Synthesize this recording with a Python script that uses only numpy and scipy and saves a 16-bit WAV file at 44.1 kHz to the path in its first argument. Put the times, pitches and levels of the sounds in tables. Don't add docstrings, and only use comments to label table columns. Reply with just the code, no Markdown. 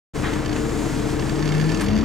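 import sys
import numpy as np
from scipy import signal
from scipy.fft import rfft, irfft
from scipy.io import wavfile

SR = 44100
rng = np.random.default_rng(int(sys.argv[2]) if len(sys.argv) > 2 else 0)


def wav_record(signal):
    frames = np.transpose(np.atleast_2d(signal))
    bounded = np.clip(frames, -1, 1)
    quanta = np.round(bounded * 32767).astype(np.int16)
    wavfile.write(sys.argv[1], SR, quanta)


N = 90272
TIME = np.arange(N) / SR


# (frequency [Hz], level [dB])
CABIN_RESPONSE = [(31, -35), (36, -33), (43, -29.5), (63, -35.5), (74, -47), (93, -40), (120, -38),
                  (150, -45.5), (180, -44.5), (210, -39.5), (240, -45.5), (270, -37.5), (300, -43),
                  (326, -42.5), (365, -50.5), (420, -42), (450, -37), (490, -56), (700, -49)]

def throb(firing_hz):
    out = 0
    for order in range(1, 17):
        hz = order * firing_hz
        unsteadiness = np.sqrt(order / 4)
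        harmonic = partial(hz, waver=0.24 * unsteadiness, jitter_rad=0.32 * unsteadiness)
        out = out + from_db(at_hz(CABIN_RESPONSE, hz)) * harmonic
    return out


# (time [s], level [dB])
DRONE_LEVEL = [(0.14, -33.5), (0.8, -33.5), (1.05, -30), (1.3, -32.5), (1.41, -26.5), (1.47, -23),
               (1.57, -20.5), (1.715, -21.5), (1.745, -30), (1.82, -29), (1.88, -27.5), (1.945, -19.5),
               (2.04, -27.5)]

def drone(firing_hz):
    hz = 4.5 * firing_hz
    octave = from_db(at_hz(CABIN_RESPONSE, 2 * hz) - 7.5) * partial(2 * hz, waver=0.046, jitter_rad=0.069)
    return from_db(in_time(DRONE_LEVEL)) * partial(hz, waver=0.046, jitter_rad=0.027) + octave


# (time [s], level [dB])
UPPER_DRONE_LEVEL = [(0.14, -34.5), (0.55, -31.5), (1.1, -32.5), (1.43, -28.5), (1.56, -33), (1.7, -30),
                     (1.83, -27.5), (1.93, -33.5), (2.04, -35)]

def upper_drone(firing_hz, mode_hz=311.8, bandwidth_hz=34):
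    harmonics = [order * firing_hz for order in range(6, 12)]
    weights = [1 / (1 + (2 * (hz - mode_hz) / bandwidth_hz) ** 2) for hz in harmonics]
    note = sum(w * partial(hz, waver=0.28, jitter_rad=0.19) for hz, w in zip(harmonics, weights))
    return from_db(in_time(UPPER_DRONE_LEVEL)) * note / np.linalg.norm(weights, axis=0)


# (frequency [Hz], bandwidth [Hz], relative gain [dB])
CABIN_MODES = [(84.4, 27, -5.5), (149, 28.4, -2.5), (222, 43.4, -3), (315, 48, -5), (438.8, 25.3, -2.5)]
# (frequency [Hz], relative spectral density [dB])
ROAR_SPECTRUM = [(60, 3.5), (200, 3), (450, -3), (540, -1), (800, -2.5), (1200, -4.5), (2100, -10.5),
                 (2800, -16), (4000, -20), (7000, -25), (15000, -52)]

def rumble(firing_hz, revs):
    beat = np.cos(2 * np.pi * np.cumsum(firing_hz) / SR)
    boom = unit_rms(resonate(cabin_noise() * (1 + 0.26 * beat), CABIN_MODES))
    roar = cabin_noise(ROAR_SPECTRUM) * (1 + 0.16 * beat) * from_db(-0.5 * drift(60))
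    low_cut = signal.butter(2, 57.3, "high", fs=SR, output="sos")
    return signal.sosfilt(low_cut, from_db(-29.5 + revs) * boom + from_db(-31) * roar)


def shudder(revs, mode_hz=93, bandwidth_hz=48):
    mode = [(mode_hz, bandwidth_hz, 0)]
    shaking = unit_rms(resonate(resonate(cabin_noise(), mode), mode))
    return from_db(-44.5 + 18.5 * revs) * shaking


# (time [s], relative level [dB], extra level in the high modes [dB])
PANEL_KNOCKS = [(0.334, -30, 0), (0.447, -37, 1), (0.459, -31, 2), (0.479, -36, -1), (0.493, -34, 1),
                (0.513, -35, 0), (0.528, -31, -1.5), (0.563, -32, -2), (0.693, -37.5, 4.5), (1.195, -30, 2),
                (1.222, -34, -6), (1.294, -29, -1.5), (1.358, -36.5, 5), (1.392, -34, 3),
                (1.425, -28, -0.5), (1.456, -31.5, 3.5), (1.476, -29, -0.5), (1.489, -30, 2),
                (1.52, -27, 0), (1.54, -32.5, -2), (1.548, -30.5, 0), (1.568, -34, 0), (1.579, -33.5, 3),
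                (1.598, -28, 0), (1.612, -28.5, 1.5), (1.64, -30, 0), (1.668, -39, 4), (1.691, -28.5, 0),
                (1.699, -30, -3.5), (1.718, -28.5, 1.5), (1.745, -28.5, 2), (1.772, -33.5, 3.5),
                (1.796, -31, 0), (1.862, -31, 2), (1.884, -28.5, 0), (1.908, -39, 5), (1.931, -31, -3.5),
                (1.954, -36, 4), (1.964, -30, -1), (1.975, -31, -1.5), (1.986, -33.5, 3.5),
                (2.01, -31, -3.5), (2.036, -41, 3)]
# (frequency [Hz], bandwidth [Hz], relative gain [dB])
PANEL_MODES = [(1030, 170, -5), (1750, 65, 9.5), (2195, 230, 0), (2766, 140, 1.5), (3064, 49, 2),
               (3460, 380, -4), (4453, 220, 0), (4650, 175, 2.5), (5600, 250, -4.5), (6150, 100, -3),
               (6480, 125, -3), (6800, 110, -8), (7280, 106, -4.5), (9550, 200, -10.5), (10750, 250, -13.5),
               (13100, 1400, -14.5)]

def rattle(firing_hz, high_modes_hz=4000, contact_cutoff_hz=8600):
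    times, level_db, high_db = np.transpose(PANEL_KNOCKS)
    envelopes = np.array([burst(t, 0.00016, 0.0025) + from_db(-8.5) * burst(t, 0.0023, 0.011)
                          for t in times])
    buzz = from_db(-43) * np.interp(firing_hz, [30.5, 33.7], [0, 1])
    buzz *= 1 + 0.54 * np.cos(2 * np.pi * np.cumsum(2 * firing_hz) / SR)
    contact = cabin_noise()
    tick_db = rng.normal(17, 1.5, (len(times), len(PANEL_MODES)))
    ringing = 0
    for k, mode in enumerate(PANEL_MODES):
        strength = from_db(level_db + high_db * (mode[0] > high_modes_hz))
        ticks = np.zeros(N)
        ticks[(times * SR).astype(int)] = strength * from_db(tick_db[:, k])
        chatter = contact * np.hypot(strength @ envelopes, buzz)
        ringing = ringing + (-1) ** k * resonate(ticks + chatter, [mode])
    softness = signal.butter(2, contact_cutoff_hz, fs=SR, output="sos")
    steady_rms = np.std(resonate(signal.sosfilt(softness, contact), PANEL_MODES))
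    return from_db(-1.5) * pan(-4.5) * signal.sosfilt(softness, ringing) / steady_rms


# (frequency [Hz], bandwidth [Hz], relative gain [dB])
CLACK_MODES = [(810, 210, 1), (1870, 250, 1.5), (2500, 370, -4.5), (8760, 450, -11.5), (12300, 730, -26)]

def clack():
    ringing = unit_rms(resonate(cabin_noise(), CLACK_MODES))
    return from_db(-25.5) * burst(1.808, attack_s=0.0035, decay_s=0.013) * ringing


# (time [s], attack [s], decay [s], level [dB], low edge [Hz], high edge [Hz])
AIR_PUFFS = [(0.22, 0.025, 0.088, -28, 960, 2300), (0.24, 0.015, 0.05, -38.5, 3050, 4000),
             (0.548, 0.023, 0.017, -31, 472, 2030), (1.805, 0.0042, 0.012, -27.5, 790, 12600),
             (1.822, 0.018, 0.024, -34.5, 600, 13960)]

def puffs(tilt_hz=2760):
    out = 0
    for start, attack, decay, db, low, high in AIR_PUFFS:
        band = signal.butter(2, [low, high], "band", fs=SR, output="sos")
        air = signal.sosfilt(band, cabin_noise())
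        air = signal.lfilter(*signal.butter(1, tilt_hz, fs=SR), air)
        flutter = from_db(-2.5 * drift(180))
        out = out + from_db(db) * burst(start, attack, decay) * unit_rms(air * flutter)
    return out


# (frequency [Hz], relative spectral density [dB])
HISS_SPECTRUM = [(1500, 11.5), (3500, 6), (5000, 6), (6000, 6.5), (7500, 7), (9000, 1.5), (10000, -2),
                 (11500, -5.5), (13000, -10.5), (16000, -13)]
# (time [s], level [dB])
HISS_ENVELOPE = [(0.16, -38.5), (0.35, -38.5), (0.5, -46.5), (0.57, -37.5), (0.66, -40), (0.85, -37),
                 (1.0, -37), (1.05, -39.5), (1.1, -35), (1.19, -41.5), (1.27, -37.5), (1.43, -42.5),
                 (1.6, -43.5), (1.8, -40.5), (1.91, -67), (2.04, -57)]
# (start [s], end [s], frequency [Hz], bandwidth [Hz], level [dB])
AIR_WHISTLES = [(0.506, 0.92, 6980, 260, -48), (0.76, 0.98, 8800, 600, -66), (0.66, 1, 11200, 990, -60.5),
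                (1.54, 1.7, 9900, 300, -57.5)]

def air_hiss(whistle_ramp_s=0.036):
    out = from_db(in_time(HISS_ENVELOPE)) * cabin_noise(HISS_SPECTRUM)
    for start, end, hz, width, db in AIR_WHISTLES:
        gate = np.clip(np.minimum(TIME - start, end - TIME) / whistle_ramp_s, 0, 1)
        out += from_db(db) * gate * unit_rms(resonate(cabin_noise(), [(hz, width, 0)]))
    return out


# (frequency [Hz], relative spectral density [dB]), and its overall level
RECORDER_HISS, RECORDER_HISS_DB = [(5000, -9), (9000, -1), (12500, -1), (15000, 0), (16000, -11)], -61

def recorder_hiss():
    return from_db(RECORDER_HISS_DB) * cabin_noise(RECORDER_HISS)


# (frequency [Hz], coherence [ratio])
COHERENCE = [(60, 1), (180, 1), (320, 0.74), (550, 0.68), (1000, 0.79), (4000, 0.86), (15000, 0.79)]

def cabin_noise(spectrum=None):
    hz = np.arange(N // 2 + 1) * SR / N
    mid, side = rfft(rng.standard_normal((2, N)))
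    coherence = at_hz(COHERENCE, hz)
    field = np.sqrt(1 + coherence) * mid + np.sqrt(1 - coherence) * side * [[1], [-1]]
    colour = from_db(at_hz(spectrum, hz)) if spectrum else 1
    return unit_rms(irfft(field * stereo_gains(hz) * colour, N))


# (frequency [Hz], left minus right level [dB])
LEVEL_DIFFERENCE = [(30, 2), (60, 2), (140, 3), (290, 8.5), (450, 5.5), (740, 5.5), (1220, 2), (2000, -0.5),
                    (3500, -2.5), (6000, 0.5), (15000, 0)]
# (frequency [Hz], phase [rad])
PHASE_DIFFERENCE = [(60, 0.47), (160, 0.96), (320, 0.89), (450, 1.03), (780, -0.58), (2800, -0.16),
                    (4000, 0.83), (15000, -0.74)]

def stereo_gains(hz):
    phase = at_hz(PHASE_DIFFERENCE, hz) * np.array([[0.5], [-0.5]])
    return pan(at_hz(LEVEL_DIFFERENCE, hz)) * np.exp(1j * phase)


def partial(hz, waver, jitter_rad):
    phase = 2 * np.pi * (np.cumsum(hz) / SR + rng.random()) + jitter_rad * drift(7.1)
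    carrier = np.sqrt(2) * np.real(np.exp(1j * phase) * stereo_gains(hz))
    return carrier * (1 + waver * drift(10.9))


def resonate(force, modes):
    out = 0
    for k, (hz, width, db) in enumerate(modes):
        radius = np.exp(-np.pi * width / SR)
        feedback = [1, -2 * radius * np.cos(2 * np.pi * hz / SR), radius ** 2]
        gain = (-1) ** k * from_db(db) * (1 - radius ** 2) / 2
        out = out + gain * signal.lfilter([1, 0, -1], feedback, force + 1e-18)
    return out


def burst(start_s, attack_s, decay_s):
    age = TIME - start_s
    return np.clip(age / attack_s, 0, 1) * np.exp(-np.maximum(age - attack_s, 0) / decay_s)


def drift(corner_hz):
    pole = np.exp(-2 * np.pi * corner_hz / SR)
    smoothed = signal.lfilter([1], [1, -2 * pole, pole ** 2], rng.standard_normal(2 * N))
    return unit_rms(smoothed[N:])


def pan(db):
    return from_db(np.array([[1], [-1]]) * db / 2)


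def from_db(db):
    return 10 ** (np.asarray(db) / 20)


def unit_rms(x):
    return x / np.sqrt(np.mean(x ** 2) + 1e-20)


def in_time(rows):
    return np.interp(TIME, *np.transpose(rows))


def at_hz(rows, hz):
    frequencies, values = np.transpose(rows)
    return np.interp(np.log(np.maximum(hz, 1)), np.log(frequencies), values)


# (time [s], firing rate [Hz])
FIRING_RATE = [(0.14, 30.6), (0.4, 30.3), (0.8, 29.9), (1.1, 29.6), (1.31, 30.8), (1.43, 33.7),
               (1.56, 33.8), (1.72, 35.3), (1.76, 39.7), (1.82, 42.3), (1.9, 46.6), (2.04, 48.8)]

def scene():
    firing_hz = in_time(FIRING_RATE)
    revs = (firing_hz - firing_hz.min()) / np.ptp(firing_hz)
    tones = throb(firing_hz) + drone(firing_hz) + upper_drone(firing_hz)
    body = rumble(firing_hz, revs) + shudder(revs) + rattle(firing_hz)
    return tones + body + clack() + air_hiss() + recorder_hiss() + puffs()


def record(dry, start_s=0.135, fade_s=0.023, cutoff_hz=15800):
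    fade_in = np.clip((TIME - start_s) / fade_s, 0, 1)
    low_pass = signal.ellip(12, 0.1, 80, cutoff_hz, fs=SR, output="sos")
    return signal.sosfilt(low_pass, dry * fade_in)


dry = scene()
out = record(dry)
wav_record(out)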